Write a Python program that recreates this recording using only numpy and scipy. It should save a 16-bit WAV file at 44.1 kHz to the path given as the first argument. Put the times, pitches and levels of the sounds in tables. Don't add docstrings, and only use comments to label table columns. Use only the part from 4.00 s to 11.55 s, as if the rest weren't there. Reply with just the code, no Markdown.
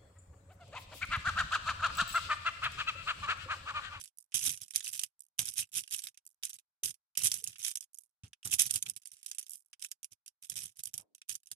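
import sys
import numpy as np
from scipy import signal
from scipy.fft import rfft, irfft
from scipy.io import wavfile

SR = 44100
rng = np.random.default_rng(int(sys.argv[2]) if len(sys.argv) > 2 else 0)


def transcribe(u):
    v = np.clip(np.atleast_2d(u).T, -1, 1)
    q = np.round(v * 32767).astype(np.int16)
    wavfile.write(sys.argv[1], SR, q)


N = 332955
TIME = np.arange(N) / SR

# frequency in Hz, relative level in dB.
HUSH_SPECTRUM = [(30, 1), (100, 6), (300, -3.5), (900, -22), (1800, -18), (4000, -3), (9000, -8),
                 (14000, -4.5)]
HUSH_DB = -100
# start in seconds, peak in dB, frequency in Hz, rise in seconds.
BOX_NUDGES = [(0.338, -59.5, 286, 0.0093), (0.471, -53.5, 278, .012), (2.83, -57, 433, 0.0044),
              (2.848, -60, 396, 0.0077), (3.42, -67, 450, .006), (4.235, -42, 102, 0.006)]
# time in seconds, relative level in dB, centre in Hz.
SKIN_BRUSH = [(6.955, -100, 1120), (6.994, -65, 900), (7.04, -74, 520), (7.08, -81, 380),
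              (7.15, -85.5, 312), (7.2, -110, 291)]
# frequency in Hz, nominal width in Hz, relative level in dB.
FLOOR_MODES = [(84, 44, -2), (106, 33, 0.5), (184, 17, -11), (279, 30, -13), (407, 61, -15), (780, 90, -13),
               (1300, 510, -7.5)]
# frequency in Hz, relative level in dB.
BEAD_SPECTRUM = [(300, -49.5), (750, -42.5), (1100, -30.5), (1500, -20.5), (2000, -16.5), (2500, -11.5),
                 (3200, -4.5), (4100, -12.5), (5100, -3.5), (6200, -2), (7800, 2), (9700, 7), (12000, -1.5),
                 (14000, -12)]
# frequency in Hz, left minus right in dB.
LEFT_SHADE = [(1000, 0.5), (3200, -6.5), (4100, -0.5), (6000, -6), (8000, -9.5), (9700, -17.5),
              (12000, -11), (14000, -6.5)]
# frequency in Hz, width in Hz, largest lift in dB before scatter.
WALL_RINGS = [(2550, 230, 8), (2960, 49, 1), (3770, 200, 5.5), (4820, 110, 6), (5640, 390, 6.5),
              (6220, 930, 6), (7130, 280, 0), (9750, 300, 1.5), (10090, 260, -1.5)]
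# peak in seconds, rise time in seconds, relative rattle level in dB, relative box floor level in dB.
HEAP_STIRS = [(0.469, 0.053, -28, -55), (0.623, 0.017, -46.5, -66), (0.763, .024, -36.5, -70),
              (0.864, 0.032, -38, -73.5), (0.948, 0.03, -39.5, -71), (1.024, 0.027, -47.5, -82),
              (1.48, 0.033, -38, -64.5), (1.595, 0.024, -29, -58), (1.772, 0.027, -29.5, -60),
              (1.935, 0.019, -32.5, -69), (1.988, .014, -39, -77), (2.497, .01, -43, -80),
              (2.545, .013, -52, -73), (2.894, 0.015, -41, -62.5), (3.25, 0.025, -24, -51.5),
              (3.346, 0.057, -39.5, -63.5), (3.478, 0.044, -47.5, -66), (3.594, 0.015, -45.5, -72.5),
              (3.662, 0.038, -33.5, -83), (3.825, 0.011, -55, -100), (4.535, 0.019, -27, -53),
              (4.661, 0.012, -35, -56.5), (4.706, 0.012, -39, -60), (4.756, 0.023, -34, -53.5),
              (4.866, 0.035, -47.5, -59.5), (4.966, 0.0075, -45, -70), (5.13, .01, -52, -81),
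              (5.285, .012, -49, -89), (5.529, 0.02, -56, -82.5), (6.122, 0.0089, -59, -69),
              (6.518, 0.015, -42, -60.5), (6.573, 0.021, -36, -60), (6.636, 0.033, -40, -62.5),
              (6.793, 0.01, -45.5, -67.5), (6.868, 0.022, -51.5, -72), (6.994, 0.018, -51.5, -66),
              (7.348, 0.0094, -47.5, -74), (7.517, 0.0084, -49.5, -62.5)]
STIR_FADE = 0.95
# peak in seconds, relative rattle level in dB, relative box floor level in dB.
HEAP_JABS = [(0.0, -47, -75), (0.344, -25.5, -52.5), (1.39, -30, -48.5), (2.036, -44, -75.5),
             (2.433, -38, -86), (2.836, -29.5, -58), (3.174, -32, -57.5), (4.238, -66, -60),
             (4.451, -37.5, -48.5), (4.592, -21.5, -56), (5.823, -38, -88), (6.427, -48, -80),
             (6.937, -48.5, -63), (7.292, -35.5, -64.5)]
JAB_RISE_S, JAB_SETTLE_S = 0.005, 0.03
# start in seconds, end in seconds.
FINGER_SEARCHES = [(0, .1), (.33, 1.07), (1.39, 2.085), (2.43, 2.6), (3.16, 3.7), (4.43, 5.58),
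                   (5.79, 5.94), (6.43, 7.0), (7.28, 7.5)]
# start in seconds, relative level in dB, length in seconds.
NAIL_SCRAPES = [(.318, -51.5, 0.019), (3.528, -52, 0.0073), (3.557, -49.5, 0.0086), (4.23, -51, 0.046),
                (4.331, -49, 0.0049), (4.862, -39, .008), (5.73, -47.5, 0.0093), (7.216, -50, 0.0039)]
# landing in seconds, relative level in dB.
PALM_DROPS = [(0.185, -41), (1.2052, -42.5), (2.2646, -44.5), (3.9445, -43.5), (3.986, -40), (4.036, -57),
              (5.495, -39), (5.507, -41), (5.518, -40), (5.534, -39), (5.556, -43), (5.66, -63)]
# time in seconds, relative level in dB, pitch of the click in Hz.
BEAD_KNOCKS = [(0.0132, -44, 6800), (0.039, -41, 8200), (.057, -47, 7200), (.0764, -51.5, 6840),
               (.37, -31, 7800), (0.3792, -32.5, 7400), (.3921, -31, 7400), (.463, -26, 8300),
               (0.5745, -41.5, 7000), (.616, -37.5, 8400), (0.6333, -42, 7340), (.682, -49, 7900),
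               (.708, -39, 7160), (0.7599, -19.5, 7170), (0.806, -37, 6000), (.8452, -35.5, 8350),
               (.8617, -36, 7000), (.878, -33, 7050), (.8887, -38, 6850), (0.9319, -33, 7800),
               (.9766, -40, 8000), (.9938, -26.5, 7400), (1.0149, -38.5, 6400), (1.0352, -26, 7560),
               (1.3912, -21.5, 6850), (1.4552, -32.5, 8400), (1.4878, -31.5, 7400), (1.538, -37.5, 8750),
               (1.5812, -27, 8100), (1.837, -43.5, 6300), (1.877, -44.5, 6250), (1.9099, -38, 8200),
               (1.9244, -36, 6300), (1.945, -32, 6600), (1.991, -35.5, 7100), (2.0203, -43, 6900),
               (2.0395, -35, 7400), (2.07, -36, 6800), (2.0857, -45, 6900), (2.145, -62, 6300),
               (2.1747, -49, 5900), (2.434, -33.5, 4950), (2.4526, -29.5, 8600), (2.5317, -42, 7640),
               (2.5406, -42.5, 8450), (2.5866, -50.5, 6650), (2.8583, -31.5, 7400), (2.8843, -36, 7780),
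               (2.942, -51.5, 7780), (3.153, -49, 5430), (3.1746, -22.5, 8700), (3.2702, -20.5, 8800),
               (3.3164, -23.5, 7800), (3.3412, -26.5, 9100), (3.4405, -28.5, 8900), (3.4744, -32, 8200),
               (3.6487, -28, 6500), (3.6816, -29, 7300), (3.714, -34, 7950), (3.7554, -29, 8350),
               (3.772, -32.5, 8300), (3.808, -37.5, 8700), (3.8263, -48, 6640), (4.4298, -50, 5470),
               (4.4545, -33, 9800), (4.474, -34.5, 7700), (4.5154, -29, 9300), (4.5376, -22, 8500),
               (4.5956, -19, 7000), (4.619, -18.5, 8400), (4.665, -30, 9700), (4.7094, -22.5, 9400),
               (4.7394, -26.5, 8860), (4.7587, -23.5, 7440), (4.8255, -26.5, 8700), (4.8877, -38.5, 7900),
               (4.8973, -27, 9000), (4.9635, -38, 8250), (5.056, -40.5, 7200), (5.0729, -41.5, 8800),
               (5.1173, -45.5, 8200), (5.168, -54.5, 5950), (5.23, -46, 7560), (5.262, -33.5, 7700),
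               (5.3143, -33.5, 7000), (5.3482, -43, 7900), (5.3841, -30, 7900), (5.3932, -33, 8800),
               (5.412, -47.5, 6870), (5.4279, -43, 7700), (5.4655, -47.5, 7020), (5.7957, -53, 6900),
               (5.8473, -34.5, 5940), (5.9152, -34.5, 7150), (6.0304, -41, 7700), (6.0445, -36.5, 8050),
               (6.1203, -53.5, 7730), (6.262, -47, 7700), (6.2786, -43, 6950), (6.4987, -29.5, 9300),
               (6.7696, -50.5, 8800), (6.836, -33, 10000), (6.8558, -32, 10000), (6.8722, -37, 8700),
               (6.9399, -32.5, 8500), (6.9785, -32, 8700), (7.1496, -48, 8100), (7.1812, -61, 6300),
               (7.353, -34, 8750), (7.471, -48.5, 7950), (7.5152, -34, 7600)]

BEAD_HZ, PALM_HZ = 7503, 11500
NEUTRAL_HZ = 7943
CUTOFF_HZ = 14300


def from_db(db):
    return 10 ** (np.asarray(db) / 20)


def rms_one(x):
    return x / np.sqrt(np.mean(x ** 2) + 1e-20)


def gains_of(points, size=2048):
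    hz, db = np.transpose(points)
    grid_hz = np.fft.rfftfreq(size, 1 / SR)
    return from_db(np.interp(np.log(grid_hz + 1), np.log(hz), db))


def coloured(x, gains):
    cepstrum = irfft(np.log(gains))
    half = cepstrum.shape[-1] // 2
    cepstrum[:, 1:half] *= 2
    cepstrum[:, half + 1:] = 0
    impulse = irfft(np.exp(rfft(cepstrum)))
    return signal.oaconvolve(x, impulse, axes=-1)[:, :N]


def resonance(x, hz, width_hz):
    r = np.exp(-np.pi * width_hz / SR)
    numerator = np.array([1, 0, -1]) * (1 - r * r) / 2
    return signal.lfilter(numerator, [1, -2 * r * np.cos(2 * np.pi * hz / SR), r * r], x)


def add(out, at, sound):
    out[:, at:at + sound.shape[1]] += sound[:, :max(N - at, 0)]


def contact(hz, snap_t60=0.0029, wall_db=-8, wall_t60=0.026, tail_db=-30, tail_t60=0.065,
            tilt_db=15, patchy_db=4, damping=2.4, onset_s=0.00031, size=2048):
    t, f = TIME[:size], np.fft.rfftfreq(size, 1 / SR)
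    haste = max(hz / NEUTRAL_HZ, 1) ** damping

    def fade(t60):
        return np.exp(-np.log(1000) * t / t60 * haste)

    envelope = fade(snap_t60) + from_db(wall_db) * fade(wall_t60) + from_db(tail_db) * fade(tail_t60)
    onset = 1 - np.exp(-t / onset_s)
    burst = rng.standard_normal((2, size)) * envelope * onset
    db = tilt_db * np.log2(hz / NEUTRAL_HZ) * np.log2(np.maximum(f, 2800) / 8000)
    db = db + patchy_db * np.interp(f, np.linspace(0, SR / 2, num=40), rng.standard_normal(40))
    for centre, width, lift in WALL_RINGS:
        db = db + rng.uniform(0, 1.1) * lift / (1 + (2 * (f - centre) / width) ** 2)
    right = from_db(db) * gains_of(BEAD_SPECTRUM)
    left = right * gains_of(LEFT_SHADE)
    burst = coloured(burst, np.array([left, right]))[:, :size]
    burst[0] = np.roll(burst[0], shift=6)
    return rms_one(burst) / np.sqrt(size)


def pushes():
    jabs = [(s, db, floor_db, JAB_RISE_S, JAB_SETTLE_S) for s, db, floor_db in HEAP_JABS]
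    stirs = [(s, db, floor_db, rise, STIR_FADE * rise) for s, rise, db, floor_db in HEAP_STIRS]
    return jabs + stirs


def swell(rows, rise_shape=1.74, fall_shape=1.486):
    power, coarse = 0, TIME[::16]
    for s, db, rise, fall in rows:
        before = np.maximum(s - coarse, 0) / max(rise, 1e-3)
        after = np.maximum(coarse - s, 0) / max(fall, 1e-3)
        shape = np.exp(-np.minimum(before ** rise_shape + after ** fall_shape, 20))
        power = power + (from_db(db) * shape) ** 2
    return np.interp(TIME, coarse, np.sqrt(power))


def room_hush():
    return from_db(HUSH_DB) * rms_one(coloured(rng.standard_normal((2, N)), gains_of(HUSH_SPECTRUM)[None]))


def room(x, wet_db=-39, t60=0.14, size=16000):
    tail = rng.standard_normal((2, size)) * np.exp(-np.log(1000) * TIME[:size] / t60)
    tail = rms_one(tail) / np.sqrt(size)
    return x + from_db(wet_db) * signal.oaconvolve(x, tail, axes=-1)[:, :N]


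def bumps():
    out = 0
    for s, db, hz, rise in BOX_NUDGES:
        t = np.maximum(TIME - s, 0)
        envelope = (t / rise * np.exp(1 - np.minimum(t / rise, 20))) ** 2
        out = out + from_db(db) * envelope * np.sin(2 * np.pi * hz * t)
    return out


def brush(width_octaves=0.9, count=6):
    s, db, centre = np.transpose(SKIN_BRUSH)
    centre, out = np.interp(TIME, s, centre), 0
    for hz in np.geomspace(250, 2000, count):
        weight = np.exp(-(np.log2(hz / centre) / width_octaves) ** 2)
        band = resonance(resonance(rng.standard_normal((2, N)), hz, hz / 2), hz, hz / 2)
        out = out + weight * rms_one(band)
    return from_db(np.interp(TIME, s, db)) * out / 2


def box_floor(level_db=-3, lag_s=0.0055, linger_s=0.0024, apart_db=-9, lowest_hz=55, per_s=800,
              spread_db=3.5, hardness=0.15, firm_db=-55):
    push = swell([(s + lag_s, db, rise, fall + linger_s) for s, _, db, rise, fall in pushes()])
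    firm = np.clip(push / from_db(firm_db), 0.03, 3)
    slips = (rng.random(N) < per_s / SR) * from_db(spread_db * np.clip(rng.standard_normal(N), -2, 2))
    out = 0
    for hz, width, db in FLOOR_MODES:
        shared = rng.standard_normal(N)
        opposed = rng.standard_normal(N) * np.array([[1], [-1]])
        force = slips * (shared + from_db(apart_db) * np.sqrt(hz / 200) * opposed)
        ring = rms_one(resonance(resonance(force, hz, 2 * width), hz, 2 * width))
        out = out + from_db(db) * ring * firm ** (hardness * np.log2(hz / 115))
    high_pass = signal.butter(2, lowest_hz, "high", fs=SR, output="sos")
    return from_db(level_db) * signal.sosfilt(high_pass, push * out)


def searching(level_db=-44, per_s=90, spread_db=4.5, scatter_octaves=0.12, count=12):
    sounds = [contact(BEAD_HZ * 2 ** rng.normal(0, scatter_octaves)) for _ in range(count)]
    inside = sum((TIME > start) & (TIME < end) for start, end in FINGER_SEARCHES)
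    ticks = inside * (rng.random(N) < per_s / SR) * from_db(level_db + spread_db * rng.standard_normal(N))
    bead, out = rng.integers(0, count, N), np.zeros((2, N))
    for at in np.flatnonzero(ticks):
        add(out, at, ticks[at] * sounds[bead[at]])
    return out


def scrapes(level_db=20, nail_hz=4500, fade_db=14, count=8):
    out = np.zeros((2, N))
    for s, db, length in NAIL_SCRAPES:
        for part in (np.arange(count) + rng.random(count)) / count:
            gain = from_db(db + level_db - fade_db * part)
            add(out, int((s + part * length) * SR), gain * contact(nail_hz))
    return out


def toppling(level_db=19, follows=0.68, typical_db=-40, fade_db_per_s=130, within_falls=1.6,
             spread_db=4, count=3):
    out = np.zeros((2, N))
    for s, db, _, _, fall in pushes():
        base_db = level_db + typical_db + follows * (db - typical_db)
        for later in within_falls * fall * (np.arange(count) + rng.random(count)) / count:
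            strength = base_db - fade_db_per_s * later + rng.normal(0, spread_db)
            sound = contact(BEAD_HZ * 2 ** rng.normal(0, 0.053))
            add(out, max(int((s + later) * SR), 0), from_db(strength) * sound)
    return out


def drops(level_db=22, graze_db=-15, graze_s=0.012, shuffle_db=-9, fade_db_per_s=330, within_s=0.08,
          spread_db=4, count=8):
    out = np.zeros((2, N))
    for s, db in PALM_DROPS:
        touches = [(-graze_s, graze_db), (0, 0)]
        for later in within_s * (np.arange(count) + rng.random(count)) / count:
            touches.append((later, shuffle_db - fade_db_per_s * later + rng.normal(0, spread_db)))
        for later, touch_db in touches:
            add(out, int((s + later) * SR), from_db(db + level_db + touch_db) * contact(PALM_HZ))
    return out


def knocks(level_db=22, graze_db=-18, graze_s=0.0017, rebound_db=-18, rebound_s=0.018):
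    out = np.zeros((2, N))
    for s, db, hz in BEAD_KNOCKS:
        graze = (s - graze_s * rng.uniform(0.24, 1), graze_db + rng.normal(0, 4))
        rebound = (s + rebound_s * rng.uniform(0.25, 1), rebound_db + rng.normal(0, 1.6))
        for at, touch_db in [(s, 0), graze, rebound]:
            sound = contact(hz, snap_t60=0.002, wall_db=-13, wall_t60=0.028, patchy_db=3.5, onset_s=0.0002)
            add(out, max(int(at * SR), 0), from_db(db + level_db + touch_db) * sound)
    return out


def rattle(level_db=-0.5, per_s=650, growth=0.6, busy_db=-35, spread_db=6, even_s=0.0086,
           scatter_octaves=0.16, low_hz=4300, high_hz=13000, count=36):
    push = swell([(s, db, rise, fall) for s, db, _, rise, fall in pushes()])
    effort = np.clip(push / from_db(busy_db), 0.12, 10)
    arrivals = rng.random(N) < per_s * effort ** growth / SR
    hits = arrivals * from_db(spread_db * rng.standard_normal(N)) * rng.choice([-1, 1], N)
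    window = signal.windows.hann(int(2 * even_s * SR))
    shared = signal.oaconvolve(hits ** 2, window / window.sum(), "same")
    hits = hits * push / np.sqrt(np.abs(shared) + 1e-4)
    pitches = np.geomspace(low_hz, high_hz, count)
    pitch = BEAD_HZ * 2 ** (scatter_octaves * rng.standard_normal(N))
    bead = np.minimum(np.searchsorted(pitches, pitch), count - 1)
    sounds, out = [contact(hz) for hz in pitches], np.zeros((2, N))
    for at in np.flatnonzero(hits):
        add(out, at, hits[at] * sounds[bead[at]])
    return from_db(level_db) * out


def scene():
    beads = searching() + scrapes() + toppling() + drops() + knocks() + rattle()
    return room(beads + box_floor() + bumps() + brush()) + room_hush()


def record(dry):
    low_pass = signal.cheby1(10, 0.3, CUTOFF_HZ, fs=SR, output="sos")
    return signal.sosfilt(low_pass, dry)


dry = scene()
out = record(dry)
transcribe(out)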